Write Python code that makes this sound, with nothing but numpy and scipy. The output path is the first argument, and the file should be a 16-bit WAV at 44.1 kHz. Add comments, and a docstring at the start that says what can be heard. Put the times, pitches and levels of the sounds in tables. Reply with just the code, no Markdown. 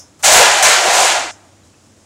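"""A light ring of cutlery fades, then dishes and utensils crash into a long steel sink trough.
They land in overlapping spills, each a dense shower of impacts that excite the modes of dishes, utensils
and sheet steel, reverberating in a bare, hard-walled washroom. The ringing is cut short; the trough
hums on over faint running water, a few drips and a low hum. One microphone, slightly overloaded."""
import sys
import numpy as np
from scipy import signal
from scipy.fft import rfft, irfft, next_fast_len
from scipy.io import wavfile
from scipy.ndimage import map_coordinates

SR = 44100
rng = np.random.default_rng(int(sys.argv[2]) if len(sys.argv) > 2 else 0)


def master(y):
    """Save y as 16-bit WAV."""
    cut = np.clip(np.atleast_2d(y).T, -1, 1)
    pcm = np.round(cut * 32767)  # scale
    wavfile.write(sys.argv[1], SR, pcm.astype(np.int16))


N = 90404
TIME = np.arange(N) / SR


# Spills. 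Each row: start, rise and hold in seconds, then clatter, clash, splinter and trough levels in dB.
SPILLS = [(0.2302, 0.014, 0.015, -11.5, -7.5, -22, -14), (0.263, 0.016, 0.028, -17.5, -11, -40, -13.5),
          (0.31, .015, 0.041, -9, -6.5, -20, -9.5), (0.382, 0.018, 0.036, -9.5, -15, -29, -16),
          (0.455, .03, 0.1, -18, -19, -54, -20), (0.621, 0.0064, 0.038, -11.5, -9, -32, -14.5),
          (0.68, .015, 0.038, -13, -16.5, -45, -20.5), (0.752, 0.036, 0.2, -21, -21, -36, -19.5),
          (0.846, 0.012, 0.037, -17, -19, -44.5, -15), (0.921, 0.025, 0.11, -16.5, -14.5, -43, -17.5),
          (1.057, 0.014, 0.041, -16.5, -21.5, -42, -21), (1.15, 0.012, .02, -25.5, -32, -51.5, -37)]
# Modes of each body. Each row: frequency in Hz, relative level in dB, decay time T60 in seconds.
DISH_MODES = [(1401, 0, .4), (1540, -1, .4), (1637, -3, .35), (1749, -4, .3), (1913, -4, .3),
              (2080, -2, .4), (2337, -2, .4), (2746, -2, .35)]
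UTENSIL_MODES = [(6598, 0, .25), (6801, 0, .3), (7380, 0, .3), (9082, -6, .3)]
TROUGH_MODES = [(508, -7, .3), (688, 0, .25), (750, -4, .2), (867, -4, .35), (942, -3, .4), (1000, -2, .45),
                (1113, -6, .4)]
# Spectra of the four kinds of contact. Each row: frequency in Hz, relative density in dB.
CLATTER_SPECTRUM = [(500, -32.5), (1000, -12), (1170, -5), (1380, 0.5), (1900, -1.5), (2900, -4.5),
                    (4000, -7.5), (5200, -8), (8000, -19.5), (12000, -50.5), (16000, -63.5)]
CLASH_SPECTRUM = [(1000, -27), (2300, -7), (4000, -6), (5200, -7), (6200, -3), (7200, -2), (8200, -5.5),
                  (9500, -10.5), (11500, -18), (16000, -39)]
SPLINTER_SPECTRUM = [(3000, -38), (7500, -7), (9500, 4.5), (12000, 0.5), (15500, -6)]
TROUGH_SPECTRUM = [(25, -30.5), (80, -33), (170, -29.5), (260, -28), (350, -12.5), (480, -8), (600, -1),
                   (720, 4), (850, 0), (1030, -2), (1200, -10), (2500, -51)]

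def crash():
    """Impact excitation: dishes clatter, utensils clash and splinter, the sheet steel drums below."""
    timing, levels = np.hsplit(np.array(SPILLS), [3])
    clatter, clash, splinters, trough = [contact_force(timing, db) for db in levels.T]
    return (shower(clatter, CLATTER_SPECTRUM, DISH_MODES, ring_db=-12)
            + shower(clash, CLASH_SPECTRUM, UTENSIL_MODES, ring_db=-17)
            + shower(splinters, SPLINTER_SPECTRUM)
            + shower(trough, TROUGH_SPECTRUM, TROUGH_MODES, ring_db=-12.5))


def contact_force(timing, levels_db, release_db_per_s=257):
    """Incoherent addition: spills rise, hold and come to rest, and their powers add."""
    power = np.zeros(N)
    for (start, rise, hold), db in zip(timing, levels_db):
        onset = np.clip((TIME - start) / rise, 0, 1)
        fall_db = release_db_per_s * np.maximum(TIME - start - rise - hold, 0)
        power += (onset * amp(db - fall_db)) ** 2
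    return np.sqrt(power)


def shower(force, spectrum, modes=None, ring_db=0, spots=6, contacts_per_s=1500, scatter_db=3.5):
    """Shot noise: random contacts at several spots each give a crack and ring any modes given."""
    out, crack = np.zeros(N), colour(spectrum)
    for _ in range(spots):
        touches = rng.random(N) < contacts_per_s / spots / SR
        strengths = rng.choice([-1, 1], N) * amp(scatter_db * rng.standard_normal(N))
        blows = force * unit(touches * strengths)
        hits = through(blows, crack)
        if modes:
            hits += amp(ring_db) * through(blows, ring(modes))
        out += through(hits, room())
    return out / np.sqrt(spots)


def ring(modes):
    """Modal superposition: damped sines whose sign and balance depend on where the blow lands."""
    t, out = np.arange(SR // 2) / SR, np.zeros(SR // 2)
    for hz, db, t60 in modes:
        weight = rng.choice([-1, 1]) * amp(db + rng.normal(0, 2.3))
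        out += weight * amp(-60 * t / t60) * np.sin(2 * np.pi * hz * t)
    return unit_energy(out)


# Blows on the trough floor. Each row: start in seconds, pitch in Hz, level in dB, T60 in seconds.
KNOCKS = [(0.271, 600, -10.5, 0.16), (.392, 550, -6.5, 0.23), (.41, 356, -28, 0.085),
          (.595, 740, -12, 0.26), (.635, 774, -10.5, 0.16), (.69, 296, -31, 0.11), (.765, 358, -28, 0.14),
          (.848, 400, -16.5, 0.12), (.862, 201, -29, 0.13), (1.05, 674, -16, 0.22), (1.105, 333, -29, 0.18),
          (1.11, 740, -18, .2), (1.144, 736, -13, 0.24), (1.19, 262, -33, 0.11), (1.24, 314, -29, 0.11)]

def knocks(relative_width=0.12, rise_s=0.0077):
    """Plate resonance: a heavy piece sets a cluster of close panel modes booming."""
    out, freqs = np.zeros(N), np.fft.rfftfreq(N, 1 / SR)
    for start, hz, db, t60 in KNOCKS:
        cluster = np.exp(-.5 * ((freqs / hz - 1) / relative_width) ** 2)
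        boom = irfft(rfft(rng.standard_normal(N)) * cluster, N)
        envelope = swell(start, rise_s, t60)
        out += amp(db) * np.linalg.norm(envelope) * unit_energy(boom * envelope)
    return out


# Single strikes. Each row: start in seconds, initial level in dB.
STRIKES = [(0.227, -25), (.246, -12.5), (0.32, -13), (0.6257, -9), (0.935, -18.5)]
# Their spectrum. Each row: frequency in Hz, relative density in dB.
STRIKE_SPECTRUM = [(2500, -51), (4800, -15.5), (5800, 3.5), (7000, 1.5), (8500, 1.5), (11000, -11.5),
                   (15500, -23.5)]

def strikes(t60=0.3):
    """Hard impact: steel on steel gives a bright crack that starts at once and dies quickly."""
    out = np.zeros(N)
    for start, db in STRIKES:
        age = np.maximum(TIME - start, 0)
        out += noise(STRIKE_SPECTRUM) * (TIME >= start) * amp(db - 60 * age / t60)
    return out


def cut_short(x, start_s=1.311, drop_db=-18.5, split_hz=5000, low_s=.005, high_s=.085):
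    """Two-band attenuation: the ringing drops abruptly, its treble more slowly."""
    low = irfft(rfft(x) * (np.fft.rfftfreq(N, 1 / SR) < split_hz), N)
    low_gain = amp(drop_db * np.clip((TIME - start_s) / low_s, 0, 1))
    high_gain = amp(drop_db * np.clip((TIME - start_s) / high_s, 0, 1))
    return low * low_gain + (x - low) * high_gain


# Reverberation of the washroom. Each row: frequency in Hz, T60 in seconds.
ROOM_T60 = [(100, 0.91), (700, 0.68), (2000, 0.64), (7000, 0.59), (11000, .4), (16000, 0.32)]

def room(reverb_db=4):
    """Diffuse reverberation: a direct impulse plus a noise tail whose treble dies first."""
    hz, t, spectra = signal.stft(rng.standard_normal(SR), SR, nperseg=256)
    decay = amp(-60 * t / along(ROOM_T60, hz)[:, None])
    tail = signal.istft(spectra * decay, SR)[1]
    response = amp(reverb_db) * unit_energy(tail)
    response[0] += 1
    return unit_energy(response)


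# Ring of cutlery. Each row: frequency in Hz, relative density in dB.
JINGLE_SPECTRUM = [(1000, -53), (4700, -20), (5200, 0.5), (5800, -3.5), (6400, -5), (7400, -8.5),
                   (8200, -24), (9400, -16), (9800, -8.5), (10300, -25), (16000, -34)]

def jingle(db=-37.5, t60=0.21):
    """Free decay: a thin metallic ring fades before the load falls."""
    return noise(JINGLE_SPECTRUM) * amp(db - 60 * TIME / t60)


# Scrape of the load. Each row: frequency in Hz, relative density in dB.
SLIDE_SPECTRUM = [(200, -25), (600, 1), (1300, -2.5), (2200, -12.5), (4500, -9), (8000, -8.5),
                  (11000, -17.5), (15500, -22)]

def sliding(start_s=.19, rise_s=0.0049, length_s=.04, db=-46):
    """Friction noise: the load slips briefly just before it lands."""
    slip = np.clip((TIME - start_s) / rise_s, 0, 1) * (TIME < start_s + length_s)
    return amp(db) * slip * noise(SLIDE_SPECTRUM)


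# The trough's own ring. Each row: frequency in Hz, relative density in dB.
TROUGH_RING_SPECTRUM = [(250, -15), (450, -6), (680, 5.5), (1200, -5), (2000, -9.5), (4000, -19),
                        (8000, -40)]

def trough_ring(opening_db=-51, opening_t60=.6, settling_db=-45.5):
    """Damped resonance: the trough rings away at the start and hums again as the load settles."""
    opening = amp(opening_db - 60 * TIME / opening_t60)
    settling = amp(settling_db) * swell(start_s=1.325, rise_s=0.036, t60=1.18)
    return settling * noise(TROUGH_RING_SPECTRUM) + opening * noise(TROUGH_RING_SPECTRUM)


# Drips in the trough, and a last low knock. Each row: start in seconds, pitch in Hz, level in dB, T60 in
# seconds.
DRIPS = [(1.636, 3960, -53, .05), (1.743, 2620, -52, 0.034), (1.743, 1760, -55, .03),
         (1.845, 5300, -55, .04), (1.973, 580, -49, 0.03)]

def drips(room_db=-8):
    """Damped oscillation: each drop, and the last low knock, is one short tone, answered by the walls."""
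    out = np.zeros(N)
    for start, hz, db, t60 in DRIPS:
        age = np.maximum(TIME - start, 0)
        out += amp(db - 60 * age / t60) * np.sin(2 * np.pi * hz * age)
    return out + amp(room_db) * through(out, room())


# Hiss of water. Each row: frequency in Hz, relative density in dB.
WATER_SPECTRUM = [(1500, -21), (3800, -10.5), (5200, -3), (7000, -0.5), (8500, -6), (10000, -11),
                  (12000, -23.5), (16000, -28.5)]
# Small splashes. Each row: start in seconds, level in dB.
SPLASHES = [(1.43, -57), (1.63, -53.5), (1.83, -63), (1.99, -59.5)]

def running_water(flow_db=-57):
    """Amplitude-modulated noise: the flow hisses unevenly and swells with each splash."""
    flow = amp(flow_db + .8 * wobble(15)) * noise(WATER_SPECTRUM)
    swells = sum(amp(db) * swell(start, rise_s=0.013, t60=0.58) for start, db in SPLASHES)
    return flow + swells * noise(WATER_SPECTRUM)


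def hum(hz=95.2, db=-56.5):
    """Random modulation: a low tone wavers in phase and level."""
    tone = np.sin(2 * np.pi * hz * TIME + 1.1 * wobble(16))
    return amp(db) * unit(tone * amp(3 * wobble(18)))


# Room murmur. Each row: frequency in Hz, relative density in dB.
MURMUR_SPECTRUM = [(20, -41), (45, -18.5), (95, -3), (165, -8.5), (300, -5.5), (420, -14), (520, -13),
                   (800, -17), (1050, -18.5), (1800, -23.5), (4000, -26.5), (5500, -45)]

def murmur(db=-51.5):
    """Stationary noise: the washroom's steady, low background."""
    return amp(db) * noise(MURMUR_SPECTRUM)


def amp(db):
    """Decibels to amplitude ratio."""
    return 10 ** (np.asarray(db) / 20)


def unit(x):
    """Normalisation to rms 1."""
    return x / np.sqrt(np.mean(x ** 2) + 1e-20)


def unit_energy(x):
    """Normalisation to energy 1."""
    return x / (np.linalg.norm(x) + 1e-20)


def along(points, hz):
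    """Interpolation of (Hz, value) points on a log frequency axis."""
    freqs, values = np.transpose(points)
    return np.interp(np.log(hz + 1), np.log(freqs + 1), values)


def wobble(rate):
    """Spline interpolation of random knots, rate of them a second."""
    knots = rng.standard_normal(int(N * rate / SR) + 4)
    return map_coordinates(knots, [TIME * rate])


def swell(start_s, rise_s, t60):
    """Exponential build-up and decay."""
    age = np.maximum(TIME - start_s, 0)
    return (1 - np.exp(-age / rise_s)) * amp(-60 * age / t60)


def through(x, response):
    """Convolution with an impulse response."""
    return signal.fftconvolve(x, response)[:N]


def colour(spectrum, size=4096):
    """Minimum phase: folding the cepstrum gives a short causal response with this spectrum."""
    magnitude = amp(along(spectrum, np.fft.rfftfreq(size, 1 / SR)))
    cepstrum = irfft(np.log(magnitude))
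    cepstrum[1:size // 2] *= 2
    cepstrum[size // 2 + 1:] = 0
    return unit_energy(irfft(np.exp(rfft(cepstrum))))


def noise(spectrum):
    """Filtered white noise of rms 1."""
    coloured = signal.fftconvolve(rng.standard_normal(N + SR), colour(spectrum))
    return unit(coloured[SR // 2:][:N])


def scene():
    """Superposition: all sources add at one microphone."""
    mono = cut_short(crash() + knocks() + strikes())
    mono += sliding() + trough_ring() + jingle()
    mono += drips() + hum() + running_water() + murmur()
    return np.array([mono, mono])


def record(dry, ceiling=.85, knee=4.5, top_hz=15850):
    """Saturation rounds off the loudest peaks; a low-pass filter then limits the band."""
    squashed = dry / (1 + np.abs(dry / ceiling) ** knee) ** (1 / knee)
    size = next_fast_len(N + SR // 2)
    passband = np.clip((top_hz - np.fft.rfftfreq(size, 1 / SR)) / 300 + .5, 0, 1)  # edge 300 Hz wide
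    return irfft(rfft(squashed, size) * passband, size)[:, :N]


dry = scene()
out = record(dry)
master(out)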